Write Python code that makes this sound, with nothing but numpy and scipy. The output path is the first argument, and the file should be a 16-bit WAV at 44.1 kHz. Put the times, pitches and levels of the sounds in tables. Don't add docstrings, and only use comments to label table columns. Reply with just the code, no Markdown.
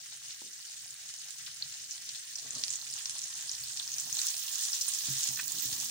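import sys
import numpy as np
from scipy import signal
from scipy.fft import rfft, irfft
from scipy.io import wavfile
from scipy.ndimage import uniform_filter1d

SR = 44100
rng = np.random.default_rng(int(sys.argv[2]) if len(sys.argv) > 2 else 0)


def transcribe(signal):
    frames = np.atleast_2d(signal).T
    limited = np.clip(frames, -1, 1)
    pcm = np.round(limited * 32767).astype(np.int16)
    wavfile.write(sys.argv[1], SR, pcm)


N = 260190
T = np.arange(N) / SR

# frequency in Hz, relative density in dB per Hz.
KITCHEN = [(20, -16), (45, -20), (70, -15), (95, -3.5), (115, -6.5), (134, 3), (165, -8.5), (210, -12.5),
           (300, -13), (450, -18), (700, -15.5), (1500, -65.5)]
# start
# in seconds, thump level in dB, tick level in dB before its envelope, tick centre in Hz, # tick decay time in
# seconds.
SLICES = [(0.4174, -48.5, -45, 800, 0.003), (1.462, -79, -38.5, 3900, 0.015),
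          (1.474, -67, -46, 1420, 0.012)]
# time of the top in seconds, relative level in dB, half width in seconds.
RUBS = [(2.467, -59.5, 0.03), (2.579, -56, 0.033), (2.675, -66.5, 0.025)]
# frequency in Hz, width in Hz, relative level in dB.
CASE = [(142, 33, 6.5), (248, 43, 5), (406, 57, 1), (616, 49, 1), (794, 160, -17), (1090, 43, 1.5)]
# frequency in Hz, width in Hz, relative level in dB.
HOB = [(90, 20, -8.5), (134.5, 16, 6.5), (199, 160, -8), (242, 12.6, -1.5), (317, 12.4, 1.5),
       (347, 20, -6.5)]
# time of the top in seconds, relative level in dB, centre of the push in Hz,
# half width in seconds.
SHOVES = [(1.43, -73, 115, 0.056), (1.65, -69, 115, 0.058), (3.63, -66, 68, 0.059),
          (4.1, -63.5, 170, 0.053), (5.42, -65.5, 171, 0.071), (5.6, -61, 248, 0.074), (5.7, -57, 90, 0.04),
          (5.79, -60, 190, 0.075)]
# start in seconds, relative level in dB, contact time in seconds.
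KNOCKS = [(5.073, -54, 0.0023), (5.084, -43.5, 0.004), (5.099, -44.5, 0.0046), (5.105, -46, 0.0053),
          (5.157, -53, 0.005), (5.289, -50.5, 0.0036), (5.304, -53, 0.0047), (5.344, -54, 0.003),
          (5.655, -55, 0.0025), (5.683, -55, 0.0091), (5.779, -56, 0.004)]
# start in seconds, peak of the direct sound in dB.
TAPS = [(4.191, -39), (5.374, -34), (5.39, -34), (5.3932, -28), (5.397, -25)]
# frequency in Hz, relative level in dB, time to decay by 60 dB in seconds.
PAN_MODES = [(1050, -5, 0.04), (1230, 1, 0.025), (1530, 2, 0.074), (1775, 11, 0.026), (1970, -3.5, 0.1),
             (2360, -2, 0.014), (2470, 3, 0.026)]
# start in seconds, relative level in dB, pitch in Hz.
PLOPS = [(3.159, -46, 1060), (3.218, -53, 1370), (3.437, -47, 1510), (3.707, -45, 1500), (4.126, -51, 1010),
         (4.209, -45, 1450), (4.257, -41, 1320), (4.577, -44, 1360), (4.733, -44, 1360), (4.879, -44, 1110),
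         (5.042, -51, 1080), (5.069, -51, 1020), (5.198, -43, 1260), (5.522, -53, 1040)]
# start in seconds, relative level at the first bubble in dB,
# middle pitch in Hz, length in seconds, left minus right in dB.
SPUTTERS = [(1.631, -37, 4400, 0.045, -4), (1.915, -30.5, 6130, 0.016, -4), (2.09, -29.5, 5200, 0.011, 0),
            (2.151, -33.5, 4300, 0.015, 0), (2.357, -32.5, 5860, 0.008, -6),
            (2.381, -32.5, 5800, 0.016, -9), (2.702, -28.5, 7300, 0.045, -6), (4.202, -27, 7450, 0.06, -12),
            (4.629, -21.5, 6900, 0.042, -2), (4.732, -27.5, 4960, 0.046, 3),
            (4.811, -21.5, 6200, 0.013, -2), (4.88, -23.5, 7850, 0.0086, -12)]
# start in seconds, relative level in dB, pitch in Hz, left minus right in dB,
# cycles to reach the peak.
SPITS = [(0.307, -29, 4230, -2, 0.89), (0.906, -32, 7260, 3, 2.8), (1.139, -25, 6560, -3, 0.79),
         (1.306, -29, 7750, -10, 1.8), (1.623, -22, 4300, -1.5, 2.4), (1.74, -33, 4900, 1, 1.9),
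         (1.9097, -22.5, 6300, -2, 1.3), (2.0906, -22.5, 5800, -2, 0.87), (2.1485, -30.5, 4170, 0, 1.5),
         (2.356, -24, 5600, 0, 2.2), (2.5067, -22, 7030, 2, 2), (2.551, -26, 6500, -9, 1.3),
         (2.6367, -13.5, 5200, -4.5, 0.91), (2.648, -29, 6660, -4, 2.2), (2.681, -20.5, 5460, 0, 0.8),
         (2.7036, -23, 7060, -12, 2.2), (2.7277, -23, 7000, -6, 1.1), (2.736, -25, 6670, -7, 2.2),
         (2.7557, -24, 7000, -4, 2.6), (2.9382, -26, 7040, -9, 1.6), (3.057, -17, 5640, -1, 0.95),
         (3.0956, -19, 6760, -6, 0.84), (3.183, -24, 8200, -3, 2), (3.1914, -22, 6200, -1, 1.1),
         (3.217, -23, 6600, -2, 1), (3.234, -25, 6200, -4, 1.4), (3.239, -24, 6340, -9, 1.6),
         (3.437, -32, 6900, -2, 1.7), (3.494, -20.5, 5100, -2, 1.1), (3.5146, -22, 6700, -2, 2.5),
         (3.55, -24, 5170, 0, 0.95), (3.636, -30, 15000, -6, 4), (3.7726, -18.5, 5700, -1, 0.8),
         (3.7975, -23, 3800, -2, 1.7), (3.877, -23, 5570, 0, 1.4), (3.918, -24.5, 6650, -1, 2.4),
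         (3.9398, -24, 5860, 5, 2.1), (3.983, -20.5, 5900, -3, 1.8), (3.9986, -18.5, 7400, -3, 1.8),
         (4.1267, -18.5, 6360, -1, 2.4), (4.168, -22, 6500, -2, 2), (4.19, -23, 4120, -5, 2.8),
         (4.216, -14, 6500, -2, 1.04), (4.268, -14.5, 6900, -2, 0.96), (4.2857, -18.5, 6040, -1, 1.9),
         (4.342, -24, 4600, -2, 0.68), (4.556, -20, 6700, -1, 1.7), (4.652, -15, 6700, -4, 0.62),
         (4.685, -27, 5800, -1, 1.5), (4.731, -19.5, 5400, 0, 2.4), (4.7494, -20, 6650, -5, 1.4),
         (4.81, -20, 6100, -1, 1.4), (4.888, -17, 9000, -5, 2), (4.9364, -17, 6710, 1, 1.1),
         (4.948, -19, 7050, -5, 1.8), (4.987, -21, 6540, -2, 2.4), (5.232, -21, 6700, -8, 1.8),
         (5.239, -18, 6730, -2.5, 1.9), (5.272, -21, 7200, -12, 1.4), (5.288, -22, 6400, -11, 1.8),
         (5.479, -22, 7000, -9, 1.5), (5.519, -24, 7100, -13, 2.6), (5.622, -18, 15000, -6, 4),
         (5.635, -22, 15000, -6, 3.7), (5.715, -27, 15000, -2, 4.6), (5.8, -22.5, 7240, -10, 1.2)]
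# frequency in Hz, gain in dB.
SNAP = [(3000, -13), (8000, 10), (11000, -12.5), (13500, -13), (14800, 3)]
# frequency in Hz, relative density in dB per Hz.
SIZZLE = [(500, -41), (800, -25), (1250, -14.5), (1800, -11), (2150, -13), (3300, -1.9), (5000, 0.5),
          (6600, 3), (7700, 0.5), (8900, 0), (10500, -10), (13500, -16.5), (14700, -5), (15400, -5.5)]
# frequency in Hz, width in Hz, level in dB.
HOLLOW = [(748, 42, 6.5), (1031, 26, -1), (1525, 13, -7.5), (1806, 81, 1.5), (1980, 38, 1.5),
          (2478, 37, -6.5), (6510, 930, -10)]
# relative level at the start in dB, rise in dB per second as
# more butter melts, rise in dB from above the pan, rise in dB once the butter is spread.
COARSE = (-58.5, 0.5, 0.45, 0.5)
CRACKLE = (-47, 0.7, 3.5, 1.2)
FIZZ = (-56, 1, 1, 10)
GURGLE = (-62, 0.5, 1, 5.5)
APPROACH = (2.434, 0.15)
SPREAD = (3.71, 0.56)
# time of the top in seconds, rise in dB.
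SWEEPS = [(4.24, 4.5), (4.66, 3.5), (4.93, 4), (5.23, 4.5), (5.66, 3)]
# time in seconds, left minus right in dB.
BEARING = [(0.0, 0), (2.48, -0.5), (2.7, -2.5), (3.43, -1.5), (4.96, -3.5), (5.14, -1.5), (5.47, -4.5),
           (5.9, -1)]
# frequency in Hz, gain in dB.
LEFT_PORT = [(500, -2.0), (1000, -3.4), (1700, -2.1), (2400, 0.9), (4000, 0.6), (5500, 1.2), (7000, -0.6),
             (8500, -1.6), (9700, -0.7), (10400, -2.7), (11200, -9.9), (13000, -13.6), (14000, -19.0),
             (15400, -23.8)]

TOP_HZ = 15700
SWING_S = 2.3
ASIDE_LAG_S, PORT_LAG_S = .00135, .0012


def undb(db):
    return 10 ** (np.asarray(db) / 20)


def unit(x):
    return x / np.sqrt(np.mean(x ** 2))


def convolve(x, response):
    return signal.fftconvolve(np.atleast_2d(x), np.atleast_2d(response), axes=-1)[:, :N]


def colour(x, points, size=1024):
    hz, db = np.transpose(points)
    grid = np.maximum(np.arange(size // 2 + 1) * SR / size, 1)
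    target_db = np.interp(np.log(grid), np.log(hz), db)
    cepstrum = irfft(np.log(undb(target_db)))
    cepstrum[1:size // 2] *= 2
    cepstrum[size // 2 + 1:] = 0
    return convolve(x, irfft(np.exp(rfft(cepstrum))))


def band(x, hz, kind, order=4):
    return signal.sosfilt(signal.butter(order, hz, kind, fs=SR, output="sos"), x)


def split(x, hz, order=5):
    ratio = np.arange(N // 2 + 1) * SR / N / hz
    low = irfft(rfft(x) / (1 + ratio ** (2 * order)), N)
    return low, x - low


def resonate(x, modes):
    return sum(undb(db) * band(x, [hz - width / 2, hz + width / 2], "band", order=1) for hz, width, db in modes)


def walk(rate):
    hold = int(SR / rate)
    steps = np.repeat(rng.standard_normal(N // hold + 1), hold)[:N]
    return unit(uniform_filter1d(steps, hold))


def ramp(start, length):
    return (1 - np.cos(np.pi * np.clip((T - start) / length, 0, 1))) / 2


def growth(start_db, melt_db_per_s, near_db, spread_db):
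    return start_db + melt_db_per_s * T + near_db * ramp(*APPROACH) + spread_db * ramp(*SPREAD)


def low_noise():
    mid, side = rng.standard_normal((2, N))
    long_waves, short_waves = split(side, 200)
    side = undb(-9) * long_waves + short_waves
    return np.array([mid + side, mid - side])


def surroundings(wall_db, room_db, wall_s=0.006, room_t60=0.18, size=12000):
    t = np.arange(size) / SR
    wall = rng.standard_normal((2, size)) * np.exp(-t / wall_s) * (t > .0005)
    room = rng.standard_normal((2, size)) * undb(-60 * t / room_t60) * (t > .004)
    response = (undb(wall_db) * unit(wall) + undb(room_db) * unit(room)) / np.sqrt(size)
    response[:, 0] = 1
    return response


def bursts(when, gain, hz, rise_s, pan_db, lag_s, size=112):
    out = np.zeros((2, N))
    phase = rng.uniform(0, 2 * np.pi, (len(when), 1))
    for ear, (start, side_db) in enumerate([(when, pan_db / 2), (when + lag_s, -pan_db / 2)]):
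        index = np.ceil(start * SR).astype(int)[:, None] + np.arange(size)
        age = index / SR - start[:, None]
        swell = age / rise_s[:, None]
        envelope = (swell * np.exp(1 - swell)) ** 2
        ping = envelope * np.sin(2 * np.pi * hz[:, None] * age + phase)
        weighted = ping * (gain * undb(side_db))[:, None]
        out[ear] = np.bincount(index.ravel(), weighted.ravel(), N)[:N]
    return out


def kitchen(level_db=-73, waver_db=2.5, right_db=1, near_db=4):
    db = level_db + near_db * ramp(*APPROACH) + waver_db * walk(23)
    return unit(colour(low_noise(), KITCHEN, size=8192)) * undb(db) * undb([[-right_db], [0]])


def mushrooms(thump_hz=320, thump_s=0.0019, settle_db=-15, settle_s=0.055, settle_rise_s=0.0074,
              tick_rise_s=0.0005):
    out, t = np.zeros((2, N)), T[:SR // 4]
    for when, thump_db, tick_db, tick_hz, tick_s in SLICES:
        heap, skin = rng.standard_normal((2, 2, len(t)))
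        thump = np.sin(2 * np.pi * thump_hz * t) * (t / thump_s * np.exp(1 - t / thump_s)) ** 2
        settle = 2 * unit(band(heap, [140, 480], "band", order=2))
        settle *= np.exp(-t / settle_s) * (1 - np.exp(-t / settle_rise_s))
        tick = unit(band(skin, [tick_hz / 1.2, tick_hz * 1.47], "band", order=2))
        tick *= np.exp(-t / tick_s) * (1 - np.exp(-t / tick_rise_s))
        landing = undb(thump_db) * (thump + undb(settle_db) * settle) + undb(tick_db) * tick
        start = int(when * SR)
        out[:, start:start + len(t)] += landing
    return out


def handling(slip_rate=500, gain_db=2):
    slips = low_noise() * (rng.uniform(size=N) < slip_rate / SR)
    grip = sum(undb(db + gain_db) * np.exp(-((T - when) / width) ** 2 / 2) for when, db, width in RUBS)
    return unit(resonate(slips, CASE)) * grip


def shoves(gain_db=3, right_db=2, judder_db=3):
    shake, out = low_noise() * undb(judder_db * walk(120)), np.zeros((2, N))
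    for when, db, hz, width in SHOVES:
        near = np.abs(T - when) < 4 * width
        push = band(shake[:, near], [hz / 1.6, hz * 1.6], "band", order=2)
        rumble = unit(band(resonate(push, HOB), 344, "low"))
        out[:, near] += undb(db + gain_db) * rumble * np.exp(-((T[near] - when) / width) ** 2 / 2)
    return out * undb([[0], [right_db]])


def knocks(gain_db=2.7, left_db=-0.5, right_db=2.5):
    out, t = np.zeros(N), T[:SR // 2]
    for when, db, contact in KNOCKS:
        push = np.sin(np.pi * np.minimum(t / contact, 1)) ** 2
        thud = band(resonate(push, HOB), 410, "low")
        start = int(when * SR)
        out[start:start + len(t)] += undb(db + gain_db) * thud[:N - start] / np.abs(thud).max()
    heard = convolve(band(out, 75, "high", order=2), surroundings(wall_db=-14, room_db=-11))
    return heard * undb([[left_db], [right_db]])


def clinks(scrape_db=7, scrape_s=0.0028):
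    out, t = np.zeros(N), T[:SR // 2]
    ring = sum(undb(db - 60 * t / t60) * np.sin(2 * np.pi * hz * t) for hz, db, t60 in PAN_MODES)
    for when, db in TAPS:
        noise = rng.standard_normal(len(t))
        scrape = unit(band(noise, [1200, 2700], "band", order=2)) * np.exp(-t / scrape_s)
        touch = band(ring + undb(scrape_db) * scrape, 1320, "high", order=3)
        start = int(when * SR)
        out[start:start + len(t)] += undb(db) * touch[:N - start] / np.abs(touch).max()
    return convolve(out, surroundings(wall_db=-10, room_db=-13))


def plops(cycles=1.64):
    when, db, hz = np.transpose(PLOPS)
    pings = bursts(when, undb(db), hz, cycles / hz, np.zeros(len(when)), PORT_LAG_S, size=400)
    return convolve(pings, surroundings(wall_db=-5, room_db=-8))


def sputters(pitch_scatter=0.12, size_scatter_db=3, rise_s=0.00024, count=12):
    order, parts = np.arange(count) / count, []
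    for when, db, hz, length, pan_db in SPUTTERS:
        pitch, size, side = rng.standard_normal((3, count))
        times = when + length * (order + rng.uniform(size=count) / count)
        gain = undb(db + size_scatter_db * size) * np.exp(-order)
        pitches = hz * np.exp(pitch_scatter * pitch)
        parts.append([times, gain, pitches, np.full(count, rise_s), pan_db + 2 * side])
    return convolve(bursts(*np.hstack(parts), PORT_LAG_S), surroundings(wall_db=-6, room_db=-9))


def spits(gain_db=2.3, plop_db=-20, plop_hz=2300, plop_s=0.00017):
    out = np.zeros((2, N))
    for when, db, hz, pan_db, cycles in SPITS:
        crack = (0, undb(db), hz, cycles / hz, pan_db, PORT_LAG_S)
        plop = (0, undb(db + plop_db), plop_hz, plop_s, pan_db, PORT_LAG_S)
        ping = bursts(*np.transpose([crack, plop]))[:, :256]
        sound = convolve(ping, surroundings(wall_db=-5, room_db=-9.5))
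        start = int(when * SR)
        out[:, start:start + sound.shape[1]] += sound[:, :N - start]
    return undb(gain_db) * band(out, 1800, "high", order=2)


def stray_bubbles(rate, centre_hz, pitch_spread, rise_s, spread_db, level_db):
    when, size, pitch, length, side = rng.uniform(size=(int(rate * N / SR), 5)).T
    index = (when * (N - 1)).astype(int)
    hz = np.minimum(centre_hz * np.exp(pitch_spread * (2 * pitch - 1)), TOP_HZ)
    db = level_db[index] - spread_db * np.sqrt(size)
    pan_db = np.interp(T[index], *np.transpose(BEARING)) + 4 * (2 * side - 1)
    pings = bursts(T[index], undb(db), hz, rise_s * (.5 + length), pan_db, PORT_LAG_S, size=300)
    return convolve(pings, surroundings(wall_db=-7, room_db=-10))


def crackles(pop_db=13, blip_db=7, snap_db=25):
    pops = stray_bubbles(260, 6400, .42, .00042, 14, growth(*CRACKLE) + pop_db)
    blips = stray_bubbles(45, 1000, .35, .0012, 12, growth(*GURGLE) + blip_db)
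    snaps = stray_bubbles(90, 13500, .2, .00012, 20, growth(*FIZZ) + snap_db)
    return pops + blips + colour(snaps, SNAP)


def foam_patch(rate=1350, spread_db=3.0, largest_db=15, rise_s=0.00017, scatter_db=2.5):
    when = rng.uniform(0, N / SR, int(rate * N / SR))
    length, side, place = rng.standard_normal((len(when), 3)).T
    size_db = np.minimum(spread_db * rng.exponential(size=len(when)), largest_db)
    size_db = size_db + 1.5 * walk(50)[(when * SR).astype(int)]
    hz = rng.uniform(0, TOP_HZ + 1000, len(when))
    aside_lag_s = ASIDE_LAG_S * (1 + 0.037 * place)
    above_lag_s = PORT_LAG_S * (1 + 0.1207 * place)
    lag_s = np.abs(np.where(when < SWING_S, aside_lag_s, above_lag_s))
    stretch = np.exp(0.85 * length)
    gain = undb(size_db) / np.sqrt(stretch)
    pings = bursts(when, gain, hz, rise_s * stretch, scatter_db * side, lag_s, size=64)
    return convolve(pings, surroundings(wall_db=-3, room_db=-3.5))


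def sizzle(count=4, coarse_hz=2800, fine_hz=10500, gurgle_hz=1350, gurgle_aside_db=-3, gurgle_above_db=4.5,
           sweep_s=0.16, lull_db=0.99):
    foam = colour(sum(foam_patch() for _ in range(count)), SIZZLE)
    foam = band(foam, 642, "high", order=5)
    coarse, rest = split(foam + resonate(foam, HOLLOW), coarse_hz)
    crackle, fizz = split(rest, fine_hz, order=10)
    gurgle, bubbling = split(unit(coarse), gurgle_hz)
    gurgle_db = gurgle_aside_db + (gurgle_above_db - gurgle_aside_db) * ramp(*APPROACH)
    coarse = bubbling + gurgle * undb(gurgle_db)
    swell_db = sum(db * np.exp(-((T - when) / sweep_s) ** 2) for when, db in SWEEPS)
    swell_db = swell_db + lull_db * walk(35)
    coarse = coarse * undb(growth(*COARSE) + swell_db / 2)
    crackle = unit(crackle) * undb(growth(*CRACKLE) + swell_db)
    fizz = unit(fizz) * undb(growth(*FIZZ))
    left, right = coarse + crackle + fizz
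    return np.array([left * undb(np.interp(T, *np.transpose(BEARING))), right])


def scene():
    background = kitchen() + mushrooms() + handling() + shoves()
    pan = knocks() + clinks()
    frying = plops() + sputters() + spits() + crackles() + sizzle()
    return background + pan + frying


def record(dry):
    ports = np.array([colour(dry[0], LEFT_PORT)[0], dry[1]])
    return signal.sosfilt(signal.ellip(10, .2, 80, TOP_HZ, fs=SR, output="sos"), ports)


dry = scene()
out = record(dry)
transcribe(out)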